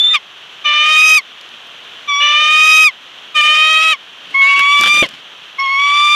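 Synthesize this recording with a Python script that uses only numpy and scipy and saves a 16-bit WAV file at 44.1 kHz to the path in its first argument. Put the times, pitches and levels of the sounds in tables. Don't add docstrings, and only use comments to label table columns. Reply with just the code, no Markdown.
import sys
import numpy as np
from scipy import signal
from scipy.fft import rfft, irfft, next_fast_len
from scipy.io import wavfile
from scipy.ndimage import uniform_filter1d, minimum_filter1d

SR = 44100
rng = np.random.default_rng(int(sys.argv[2]) if len(sys.argv) > 2 else 0)


def master(y):
    cut = np.clip(np.atleast_2d(y).T, -1, 1)
    pcm = np.round(cut * 32767)
    wavfile.write(sys.argv[1], SR, pcm.astype(np.int16))


N = 271215
TIME = np.arange(N) / SR

# (frequency [Hz], relative level per Hz [dB])
HISS_COLOUR = [(15, -37.5), (25, -34), (92, -22), (137, -16.5), (562, -10), (659, -9), (838, -9.5),
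               (1180, -5.5), (1760, -6), (2130, -8.5), (3170, 3), (4850, -22.5), (6000, -19), (8480, -34),
               (14400, -38.5)]
# (time [s], pitch [Hz], level [dB])
SQUEAL_PATH = [(0.0, 3470, -7), (0.032, 3574, -11.5), (0.046, 3517, -8), (0.11, 3624, -11.5),
               (0.128, 3565, -9.5), (0.146, 3650, -12.5)]
SQUEAL_OVERTONES_DB = [-33, -47]
# (frequency [Hz], relative level [dB])
SQUEAL_UNDERTONES = [(1270, -21.5), (1980, -18)]
# (start [s], dip [s], release [s], opening pitch [Hz], dip pitch [Hz], top pitch [Hz], arch of the rise [-],
#  opening effort [0-1], final effort [0-1], middle of the swell [s], width of the swell [s],
#  level [dB], second harmonic [dB], third harmonic [dB], overtones [dB], rasp [dB], crouch [0-1])
CRIES = [ (0.128, 0.135, 0.145, 1270, 1264, 1264, 0, 0.67, 0.53, 0.14, 0.055, 2.5, -0.5, 5.5, 2, -26, 0),
         (0.638, 0.706, 1.169, 1208, 1179, 1265, .75, 0.17, 0.99, 0.91, 0.07, -1, 1, -0.5, 0, -28, 0.12),
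         (2.071, 2.142, 2.867, 1180, 1139, 1262, .85, 0.18, 0.9, 2.562, 0.099, 0.5, 0.5, -1, 1.5, -30, 0),
         (3.34, 3.413, 3.921, 1239, 1194, 1277, .85, 0.46, 1, 4.135, 0.12, -0.5, 0, -3, 3.5, -30, 0),
         (4.338, 4.418, 5.024, 1108, 1105, 1208, -.42, 0.16, 0.84, 4.732, 0.14, -0.5, 1, 0.5, 0.5, -33, 1),
         (5.579, 5.7, 6.28, 1106, 1100, 1201, .62, 0, 0.78, 5.893, 0.2, 1, -3, 1, 0, -34.5, 0.8), ]
# (soft [dB], medium effort [dB], full effort [dB])
UPRIGHT = [(-18.5, -16.5, -18), (-22, -11.5, -5), (-16.5, -18.5, -18.5), (-50.5, -34, -19.5),
           (-28.5, -38, -25)]
# (soft [dB], medium effort [dB], full effort [dB])
CROUCHED = [(-23.5, -12, -28), (-11, -13, -10), (-40.5, -14.5, -16), (-51.5, -34, -23), (-51, -40.5, -17)]
# soft, medium and full effort [dB]
OVERTONE_DB = [-60.5, -38.5, -25]
# (frequency [Hz], relative level [dB])
OVERTONE_COLOUR = [(6500, 1.5), (7500, -5.5), (8100, -4.5), (8800, -5), (10000, -7.5), (11300, -10),
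                   (12600, -9), (14500, -15.5)]
# (frequency [Hz], relative level [dB])
THROAT_COLOUR = [(450, -27), (580, -17.5), (640, -18), (1500, -15), (1830, -2), (2400, -30), (2700, 3.5),
                 (3020, 8.5), (3170, 0.5), (3750, -10), (4300, -15), (5600, -22), (8000, -27.5),
                 (12000, -41)]
# (frequency [Hz], relative level per Hz [dB])
RASP_COLOUR = [(30, -61.5), (100, -40), (250, -35.5), (700, -22.5), (1450, -16), (2050, -2.5), (2700, 1.5),
               (3200, 0.5), (3700, -9), (4300, -17), (6000, -21.5), (8000, -42.5), (14000, -62)]
# (frequency [Hz], relative level per Hz [dB])
AIR_COLOUR = [(2000, 0.5), (4000, -29.5), (6200, -0.5), (7500, -1.5), (10000, 0.5), (14000, -34)]
# (start [s], end [s])
CLEAR = [(1.15, 1.1), (2.05, 2.212), (2.84, 2.92), (3.408, 3.41), (4.32, 4.415), (5.56, 5.79)]
# (start [s], end [s], opening level [dB], closing level [dB]), all relative
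DOUBLING = [(0.652, 0.975, -19, -17.5), (0.968, 1.16, -25.5, -17.5), (2.2, 2.53, -18, -21.5),
            (2.522, 2.85, -21.5, -20.5), (3.35, 3.418, -20, -13), (3.432, 3.94, -16, -13.5),
            (4.76, 5.02, -27.5, -38), (5.92, 6.17, -40.5, -39)]
# (start [s], end [s], opening level [dB], closing level [dB]), all relative
BUZZ = [(4.41, 4.545, -21.5, -19.5), (4.555, 4.615, -24, -19.5), (4.645, 4.735, -29, -30)]
# (time [s], snap level [dB], thud level [dB], body level [dB])
TWIGS = [(1.4106, -31, -60, -58), (1.489, -34, -64, -62), (1.539, -55, -52, -45), (1.6677, -37, -61, -63),
         (2.42, -24, -44, -46), (4.5922, -9, -42, -24), (4.6076, -29, -50, -34), (4.7882, -15, -43, -33),
         (4.8095, 0, -27.5, -29), (4.8345, -7, -37, -17), (4.8583, -7, -26, -15), (4.873, -15, -42, -23.5),
         (4.971, -18, -30, -45), (5.0239, -23, -5.5, -14), (5.061, -34, -33.5, -49), (5.088, -23, -56, -45)]
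# (frequency [Hz], relative level per Hz [dB])
SNAP_COLOUR = [(2000, -2.5), (5000, 7.5), (8500, -3), (12000, -8), (14500, -12)]
THUD_COLOUR = [(50, -30), (150, -12), (280, 14), (390, 5), (480, 11), (580, 21), (800, -4), (1500, -32),
               (4000, -55)]
BODY_COLOUR = [(400, -25.5), (1400, 5.5), (2200, 1), (3200, 12.5), (4200, -6), (7000, -35), (14000, -27)]
# (start [s], length [s], level [dB])
SHOVES = [(4.248, 0.13, -39.5), (4.566, 0.067, -29.5), (4.788, 0.12, -24), (4.93, 0.076, -25.5),
          (5.013, 0.063, -27.5), (5.054, 0.16, -39.5)]
# (frequency [Hz], relative level per Hz [dB])
RUSTLE_COLOUR = [(20, -50), (45, -35), (140, 2), (280, 2.5), (500, -2.5), (1000, -9.5), (3000, 6.5),
                 (5000, -8), (14000, -34)]

HISS_DB, HISS_SINK_DB, HISS_RETURN_S = -33.5, 4, 0.55
ATTACK_S, CROUCHED_ATTACK_S, RELEASE_S = 0.027, 0.014, 0.045
FALL_HZ_PER_S, FALL_ROUNDING_S = 6500, 0.00613
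RELEASE_LOSS_DB, RELEASE_EFFORT_LOSS, RELEASE_DULLING_DB = 35.5, 0.34, 19
QUAVER_HZ, QUAVER_PERIOD_S, QUAVER_LASTS_S = 10.2, 0.098, 0.18
WANDER_DB, FALTER_DB = 0.61, 1.0
RASP_CHANGE_DB, CROUCHED_RASP_CHANGE_DB = -1.5, 4
CLEAR_SAG_HZ, CLEAR_GAIN_DB, CLEAR_DULLING_DB, CLEAR_RASP_DB = 10.37, -0.5, 2.5, -44
SWITCH_S = 0.0086
TUG_PER_S, TUG_RASP_DB, TUG_DOUBLING_DB = 24, 2.1, 1.87
HALF_LINE_LAG, SLAP_LAG = 0.76, 0.072
HALF_LINE_WAVER = 0.22
PUFF_DB = 2.2
EVENNESS = 0.56
BEAK_CUT_HZ = 210
SHOVE_FADE_S = 0.013
CUTOFF_HZ, CEILING = 14400, 0.93


def from_db(db):
    return 10 ** (np.asarray(db) / 20)


def rms_one(x):
    return x / np.sqrt(np.mean(x ** 2) + 1e-20)


def at_hz(points, hz):
    f, db = np.transpose(points)
    return from_db(np.interp(np.log(hz), np.log(f), db))


def at_effort(levels_db, effort):
    return np.interp(effort, [0, 0.5, 1], levels_db)


def drift(rate, size):
    r = np.exp(-16 * np.pi * abs(rate) / SR)
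    raw = rng.standard_normal(size // 8 + 1002)
    slow = signal.lfilter([1], [1, -2 * r, r * r], raw)[1000:]
    return np.interp(np.arange(size) / 8, np.arange(len(slow)), rms_one(slow))


def noise(colour):
    size = next_fast_len(N)
    hz = np.maximum(np.arange(size // 2 + 1) * SR / size, 1)
    spectrum = rfft(rng.standard_normal(size)) * at_hz(colour, hz)
    return rms_one(irfft(spectrum, size)[:N])


def gate(t, start, end, fade):
    inside = np.minimum(t - start, end - t)
    return np.sin(np.pi / 2 * np.clip(inside / fade, 0, 1)) ** 2


def partial(phase, waver, rate):
    wander = 1 + waver * (drift(rate, len(phase)) + 1j * drift(rate, len(phase)))
    return np.real(wander * np.exp(1j * phase)) * np.sqrt(2 / (1 + 2 * waver ** 2))


def hiss():
    sunk = np.zeros(N)
    for start, _, release, *_ in CRIES:
        end = release + RELEASE_S
        sinking = np.clip((TIME - start) / (end - start), 0, 1) ** 0.5
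        returning = np.exp(-np.maximum(TIME - end, 0) / HISS_RETURN_S)
        sunk = np.maximum(sunk, sinking * returning)
    level_db = HISS_DB - HISS_SINK_DB * sunk + 0.5 * drift(17, N)
    return from_db(level_db) * noise(HISS_COLOUR)


def squeal():
    s, path_hz, path_db = np.transpose(SQUEAL_PATH)
    pitch, level_db = np.interp(TIME, s, path_hz), np.interp(TIME, s, path_db)
    end = s[-1]
    phase = 2 * np.pi * np.cumsum(pitch * (1 + 0.0012 * drift(150, N))) / SR
    tone = partial(phase, waver=0.09, rate=150)
    for k, db in enumerate(SQUEAL_OVERTONES_DB):
        tone += from_db(db) * partial((k + 2) * phase, waver=0.72, rate=58)
    stirring = from_db(np.clip(150 * (TIME - end), -22, 0))
    tone += np.sqrt(stirring) * from_db(-21) * noise(RASP_COLOUR)
    for hz, db in SQUEAL_UNDERTONES:
        tone += stirring * from_db(db) * partial(2 * np.pi * hz * TIME, waver=1.0, rate=52)
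    return from_db(level_db) * tone * gate(TIME, -1, end, fade=0.0092)


def cry_pitch(t, start, dip, release, opening_hz, dip_hz, top_hz, arch):
    sinking = np.interp(t, [start, dip], [1, 0])
    climb = np.interp(t, [dip, release], [0, 1])
    rise_hz = (top_hz - dip_hz) * climb * (1 + arch * (1 - climb))
    fall_hz = FALL_HZ_PER_S * FALL_ROUNDING_S * np.logaddexp(0, (t - release) / FALL_ROUNDING_S)
    return dip_hz + (opening_hz - dip_hz) * sinking + rise_hz - fall_hz


def stretches(rows, t):
    on, gain = 0, 0
    for start, end, opening_db, closing_db in rows:
        window = gate(t, start, end, SWITCH_S)
        on = on + window
        gain = gain + window * from_db(np.interp(t, [start, end], [opening_db, closing_db]))
    return on, gain


def half_lines(phase, pitch, doubling, unrest):
    out = np.zeros(len(phase))
    for k in np.arange(4) + 0.5:
        line = partial(k * phase - HALF_LINE_LAG * k ** 2, waver=HALF_LINE_WAVER * unrest, rate=74)
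        out += doubling * from_db(-4.0) * at_hz(THROAT_COLOUR, k * pitch) * line
    return out


def low_harmonics(phase, harmonics_db, unrest):
    out = from_db(harmonics_db[0]) * partial(phase, waver=0.042 * unrest, rate=60)
    out += from_db(harmonics_db[1]) * partial(2 * phase + np.pi / 2, waver=0.12 * unrest, rate=150)
    out += from_db(harmonics_db[2] - 1.6) * partial(3 * phase, waver=0.2 * unrest, rate=110)
    return out


def sharp_slap(phase, pitch, harmonics_db, over_db, depth, unrest):
    slap = np.zeros(len(phase))
    dulling_db = np.minimum(0.87 * (over_db + 23), 0)
    for k in np.arange(4, 12.5, 0.5):
        if k <= 5:
            height = from_db(harmonics_db[int(k) - 1])
        else:
            height = at_hz(OVERTONE_COLOUR, k * pitch) * from_db(over_db + dulling_db * np.log2(k / 6))
        share = (1.2 * depth if k % 1 else 1) / np.sqrt(1 + 1.24 * depth ** 2)
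        slap += height * share * partial(k * phase - SLAP_LAG * k ** 2, waver=0.045 * k * unrest, rate=130)
    return slap * from_db((1.1 + 0.44 * unrest) * drift(120, len(phase)) + 0.82)


def buzz_lines(phase, pitch, buzz):
    out = np.zeros(len(phase))
    for k in np.arange(11):
        for line, side_db in ((k + 2 / 5, 0), (k + 3 / 5, -9)):
            tone = partial(line * phase, waver=0.47, rate=13)
            out += buzz * from_db(side_db) * at_hz(THROAT_COLOUR, line * pitch) * tone
    return out


def turbulence(phase, depth, over_db, rasp_db, rasp, air):
    puffs = (1 + 0.087 * np.cos(phase)) * from_db(PUFF_DB * drift(78, len(phase)) - 1.5)
    jet = (1 + 0.97 * np.cos(phase)) * (1 + depth * np.cos(phase / 2))
    return puffs * (from_db(rasp_db + 7.0) * rasp + from_db(over_db - 9.0) * jet * air)


def syrinx(t, pitch, harmonics_db, over_db, rasp_db, rasp, air):
    _, doubling = stretches(DOUBLING, t)
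    buzzing, buzz = stretches(BUZZ, t)
    clear = sum(gate(t, start, end, SWITCH_S) for start, end in CLEAR)
    tug = drift(TUG_PER_S, len(t))
    doubling = doubling * from_db(-TUG_DOUBLING_DB * tug)
    rasp_db = rasp_db + TUG_RASP_DB * tug - 4 * buzzing
    rasp_db = rasp_db + clear * (CLEAR_RASP_DB - rasp_db)
    harmonics_db = [db + CLEAR_GAIN_DB * clear for db in harmonics_db]
    over_db = over_db - CLEAR_DULLING_DB * clear
    unrest = np.clip(from_db(rasp_db + 31.5), 0.25, 1.2)
    jitter = 0.0036 * unrest * drift(140, len(t)) + 0.0028 * drift(25, len(t))
    pitch = (pitch - CLEAR_SAG_HZ * clear) * (1 + jitter)
    phase = 2 * np.pi * np.cumsum(pitch) / SR
    depth = np.minimum(doubling / from_db(harmonics_db[1]), 1) ** 0.65
    out = half_lines(phase, pitch, doubling, unrest)
    out += low_harmonics(phase, harmonics_db, unrest)
    out += sharp_slap(phase, pitch, harmonics_db, over_db, depth, unrest)
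    if buzzing.any():
        out += buzz_lines(phase, pitch, buzz)
    return out + turbulence(phase, depth, over_db, rasp_db, rasp, air)


def evened(x):
    quick, slow = (uniform_filter1d(uniform_filter1d(x ** 2, size=n), size=n) + 1e-9 for n in (120, 1800))
    return x * (slow / quick) ** (EVENNESS / 2)


def cry(row, rasp, air):
    (start, dip, release, opening_hz, dip_hz, top_hz, arch, opening_effort, final_effort,
     swell_s, swell_width_s, level_db, second_db, third_db, overtones_db, rasp_db, crouch) = row
    now = (TIME >= start) & (TIME <= release + RELEASE_S)
    t = TIME[now]
    attack_s = np.interp(crouch, [0, 1], [ATTACK_S, CROUCHED_ATTACK_S])
    rasp_change_db = np.interp(crouch, [0, 1], [RASP_CHANGE_DB, CROUCHED_RASP_CHANGE_DB])
    unsettled = np.exp(-((t - start) / QUAVER_LASTS_S) ** 4)
    released = np.clip((t - release) / RELEASE_S, 0, 1) ** 2
    swell = (1 + np.tanh((t - swell_s) / (2 * swell_width_s))) / 2
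    effort = opening_effort + (final_effort - opening_effort) * swell - RELEASE_EFFORT_LOSS * released

    colour = (1 - crouch) * np.array(UPRIGHT) + crouch * np.array(CROUCHED)
    wander_db = WANDER_DB + FALTER_DB * crouch * unsettled
    harmonics_db = []
    for k, own_db in enumerate((0, second_db, third_db, 0, 0)):
        chance_db = (k + 1) * wander_db * drift(15, len(t))
        harmonics_db.append(at_effort(colour[k], effort) + own_db + chance_db)
    over_db = at_effort(OVERTONE_DB, effort) + overtones_db - RELEASE_DULLING_DB * released
    rasp_db = rasp_db + rasp_change_db * (effort - 0.5)

    pitch = cry_pitch(t, start, dip, release, opening_hz, dip_hz, top_hz, arch)
    quaver = np.cos(2 * np.pi * (t - start) / QUAVER_PERIOD_S)
    pitch = pitch - QUAVER_HZ * crouch * unsettled * quaver
    voice = evened(syrinx(t, pitch, harmonics_db, over_db, rasp_db, rasp[now], air[now]))
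    loudness = gate(t, start, np.inf, attack_s) * from_db(level_db - RELEASE_LOSS_DB * released)
    out = np.zeros(N)
    out[now] = voice * loudness
    return out


def cries():
    rasp, air = noise(RASP_COLOUR), noise(AIR_COLOUR)
    out = sum(cry(row, rasp, air) for row in CRIES)
    return signal.sosfilt(signal.butter(1, BEAK_CUT_HZ, "high", fs=SR, output="sos"), out)


def bursts(times, levels_db, t60, rise):
    out = np.zeros(N)
    for s, db in zip(times, levels_db):
        age = np.maximum(TIME - s, 0)
        out += from_db(db - 60 * np.minimum(age / t60, 2)) * (1 - np.exp(-age / rise))
    return out


def twigs():
    s, snap_db, thud_db, body_db = np.transpose(TWIGS)
    snap = bursts(s + 0.0011, snap_db + 0.5, t60=0.0089, rise=0.00041) * noise(SNAP_COLOUR)
    thud = bursts(s, thud_db + 6.5, t60=0.043, rise=0.00045) * noise(THUD_COLOUR)
    body = bursts(s, body_db + 21.0, t60=0.027, rise=0.0027) * noise(BODY_COLOUR)
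    return snap + thud + body


def rustle():
    pressure = sum(from_db(db) * gate(TIME, s, s + length, SHOVE_FADE_S) for s, length, db in SHOVES)
    uneven = from_db(2.5 * drift(80, N))
    return pressure * rms_one(uneven * noise(RUSTLE_COLOUR))


def scene():
    return (hiss() + squeal() + cries() + twigs() + rustle())[None]


def record(dry):
    band = signal.sosfilt(signal.ellip(12, 0.1, 90, CUTOFF_HZ, fs=SR, output="sos"), dry)
    needed_gain = CEILING / np.maximum(np.abs(band), CEILING)
    held = minimum_filter1d(needed_gain, size=301)
    return band * uniform_filter1d(uniform_filter1d(held, size=151), size=151)


dry = scene()
out = record(dry)
master(out)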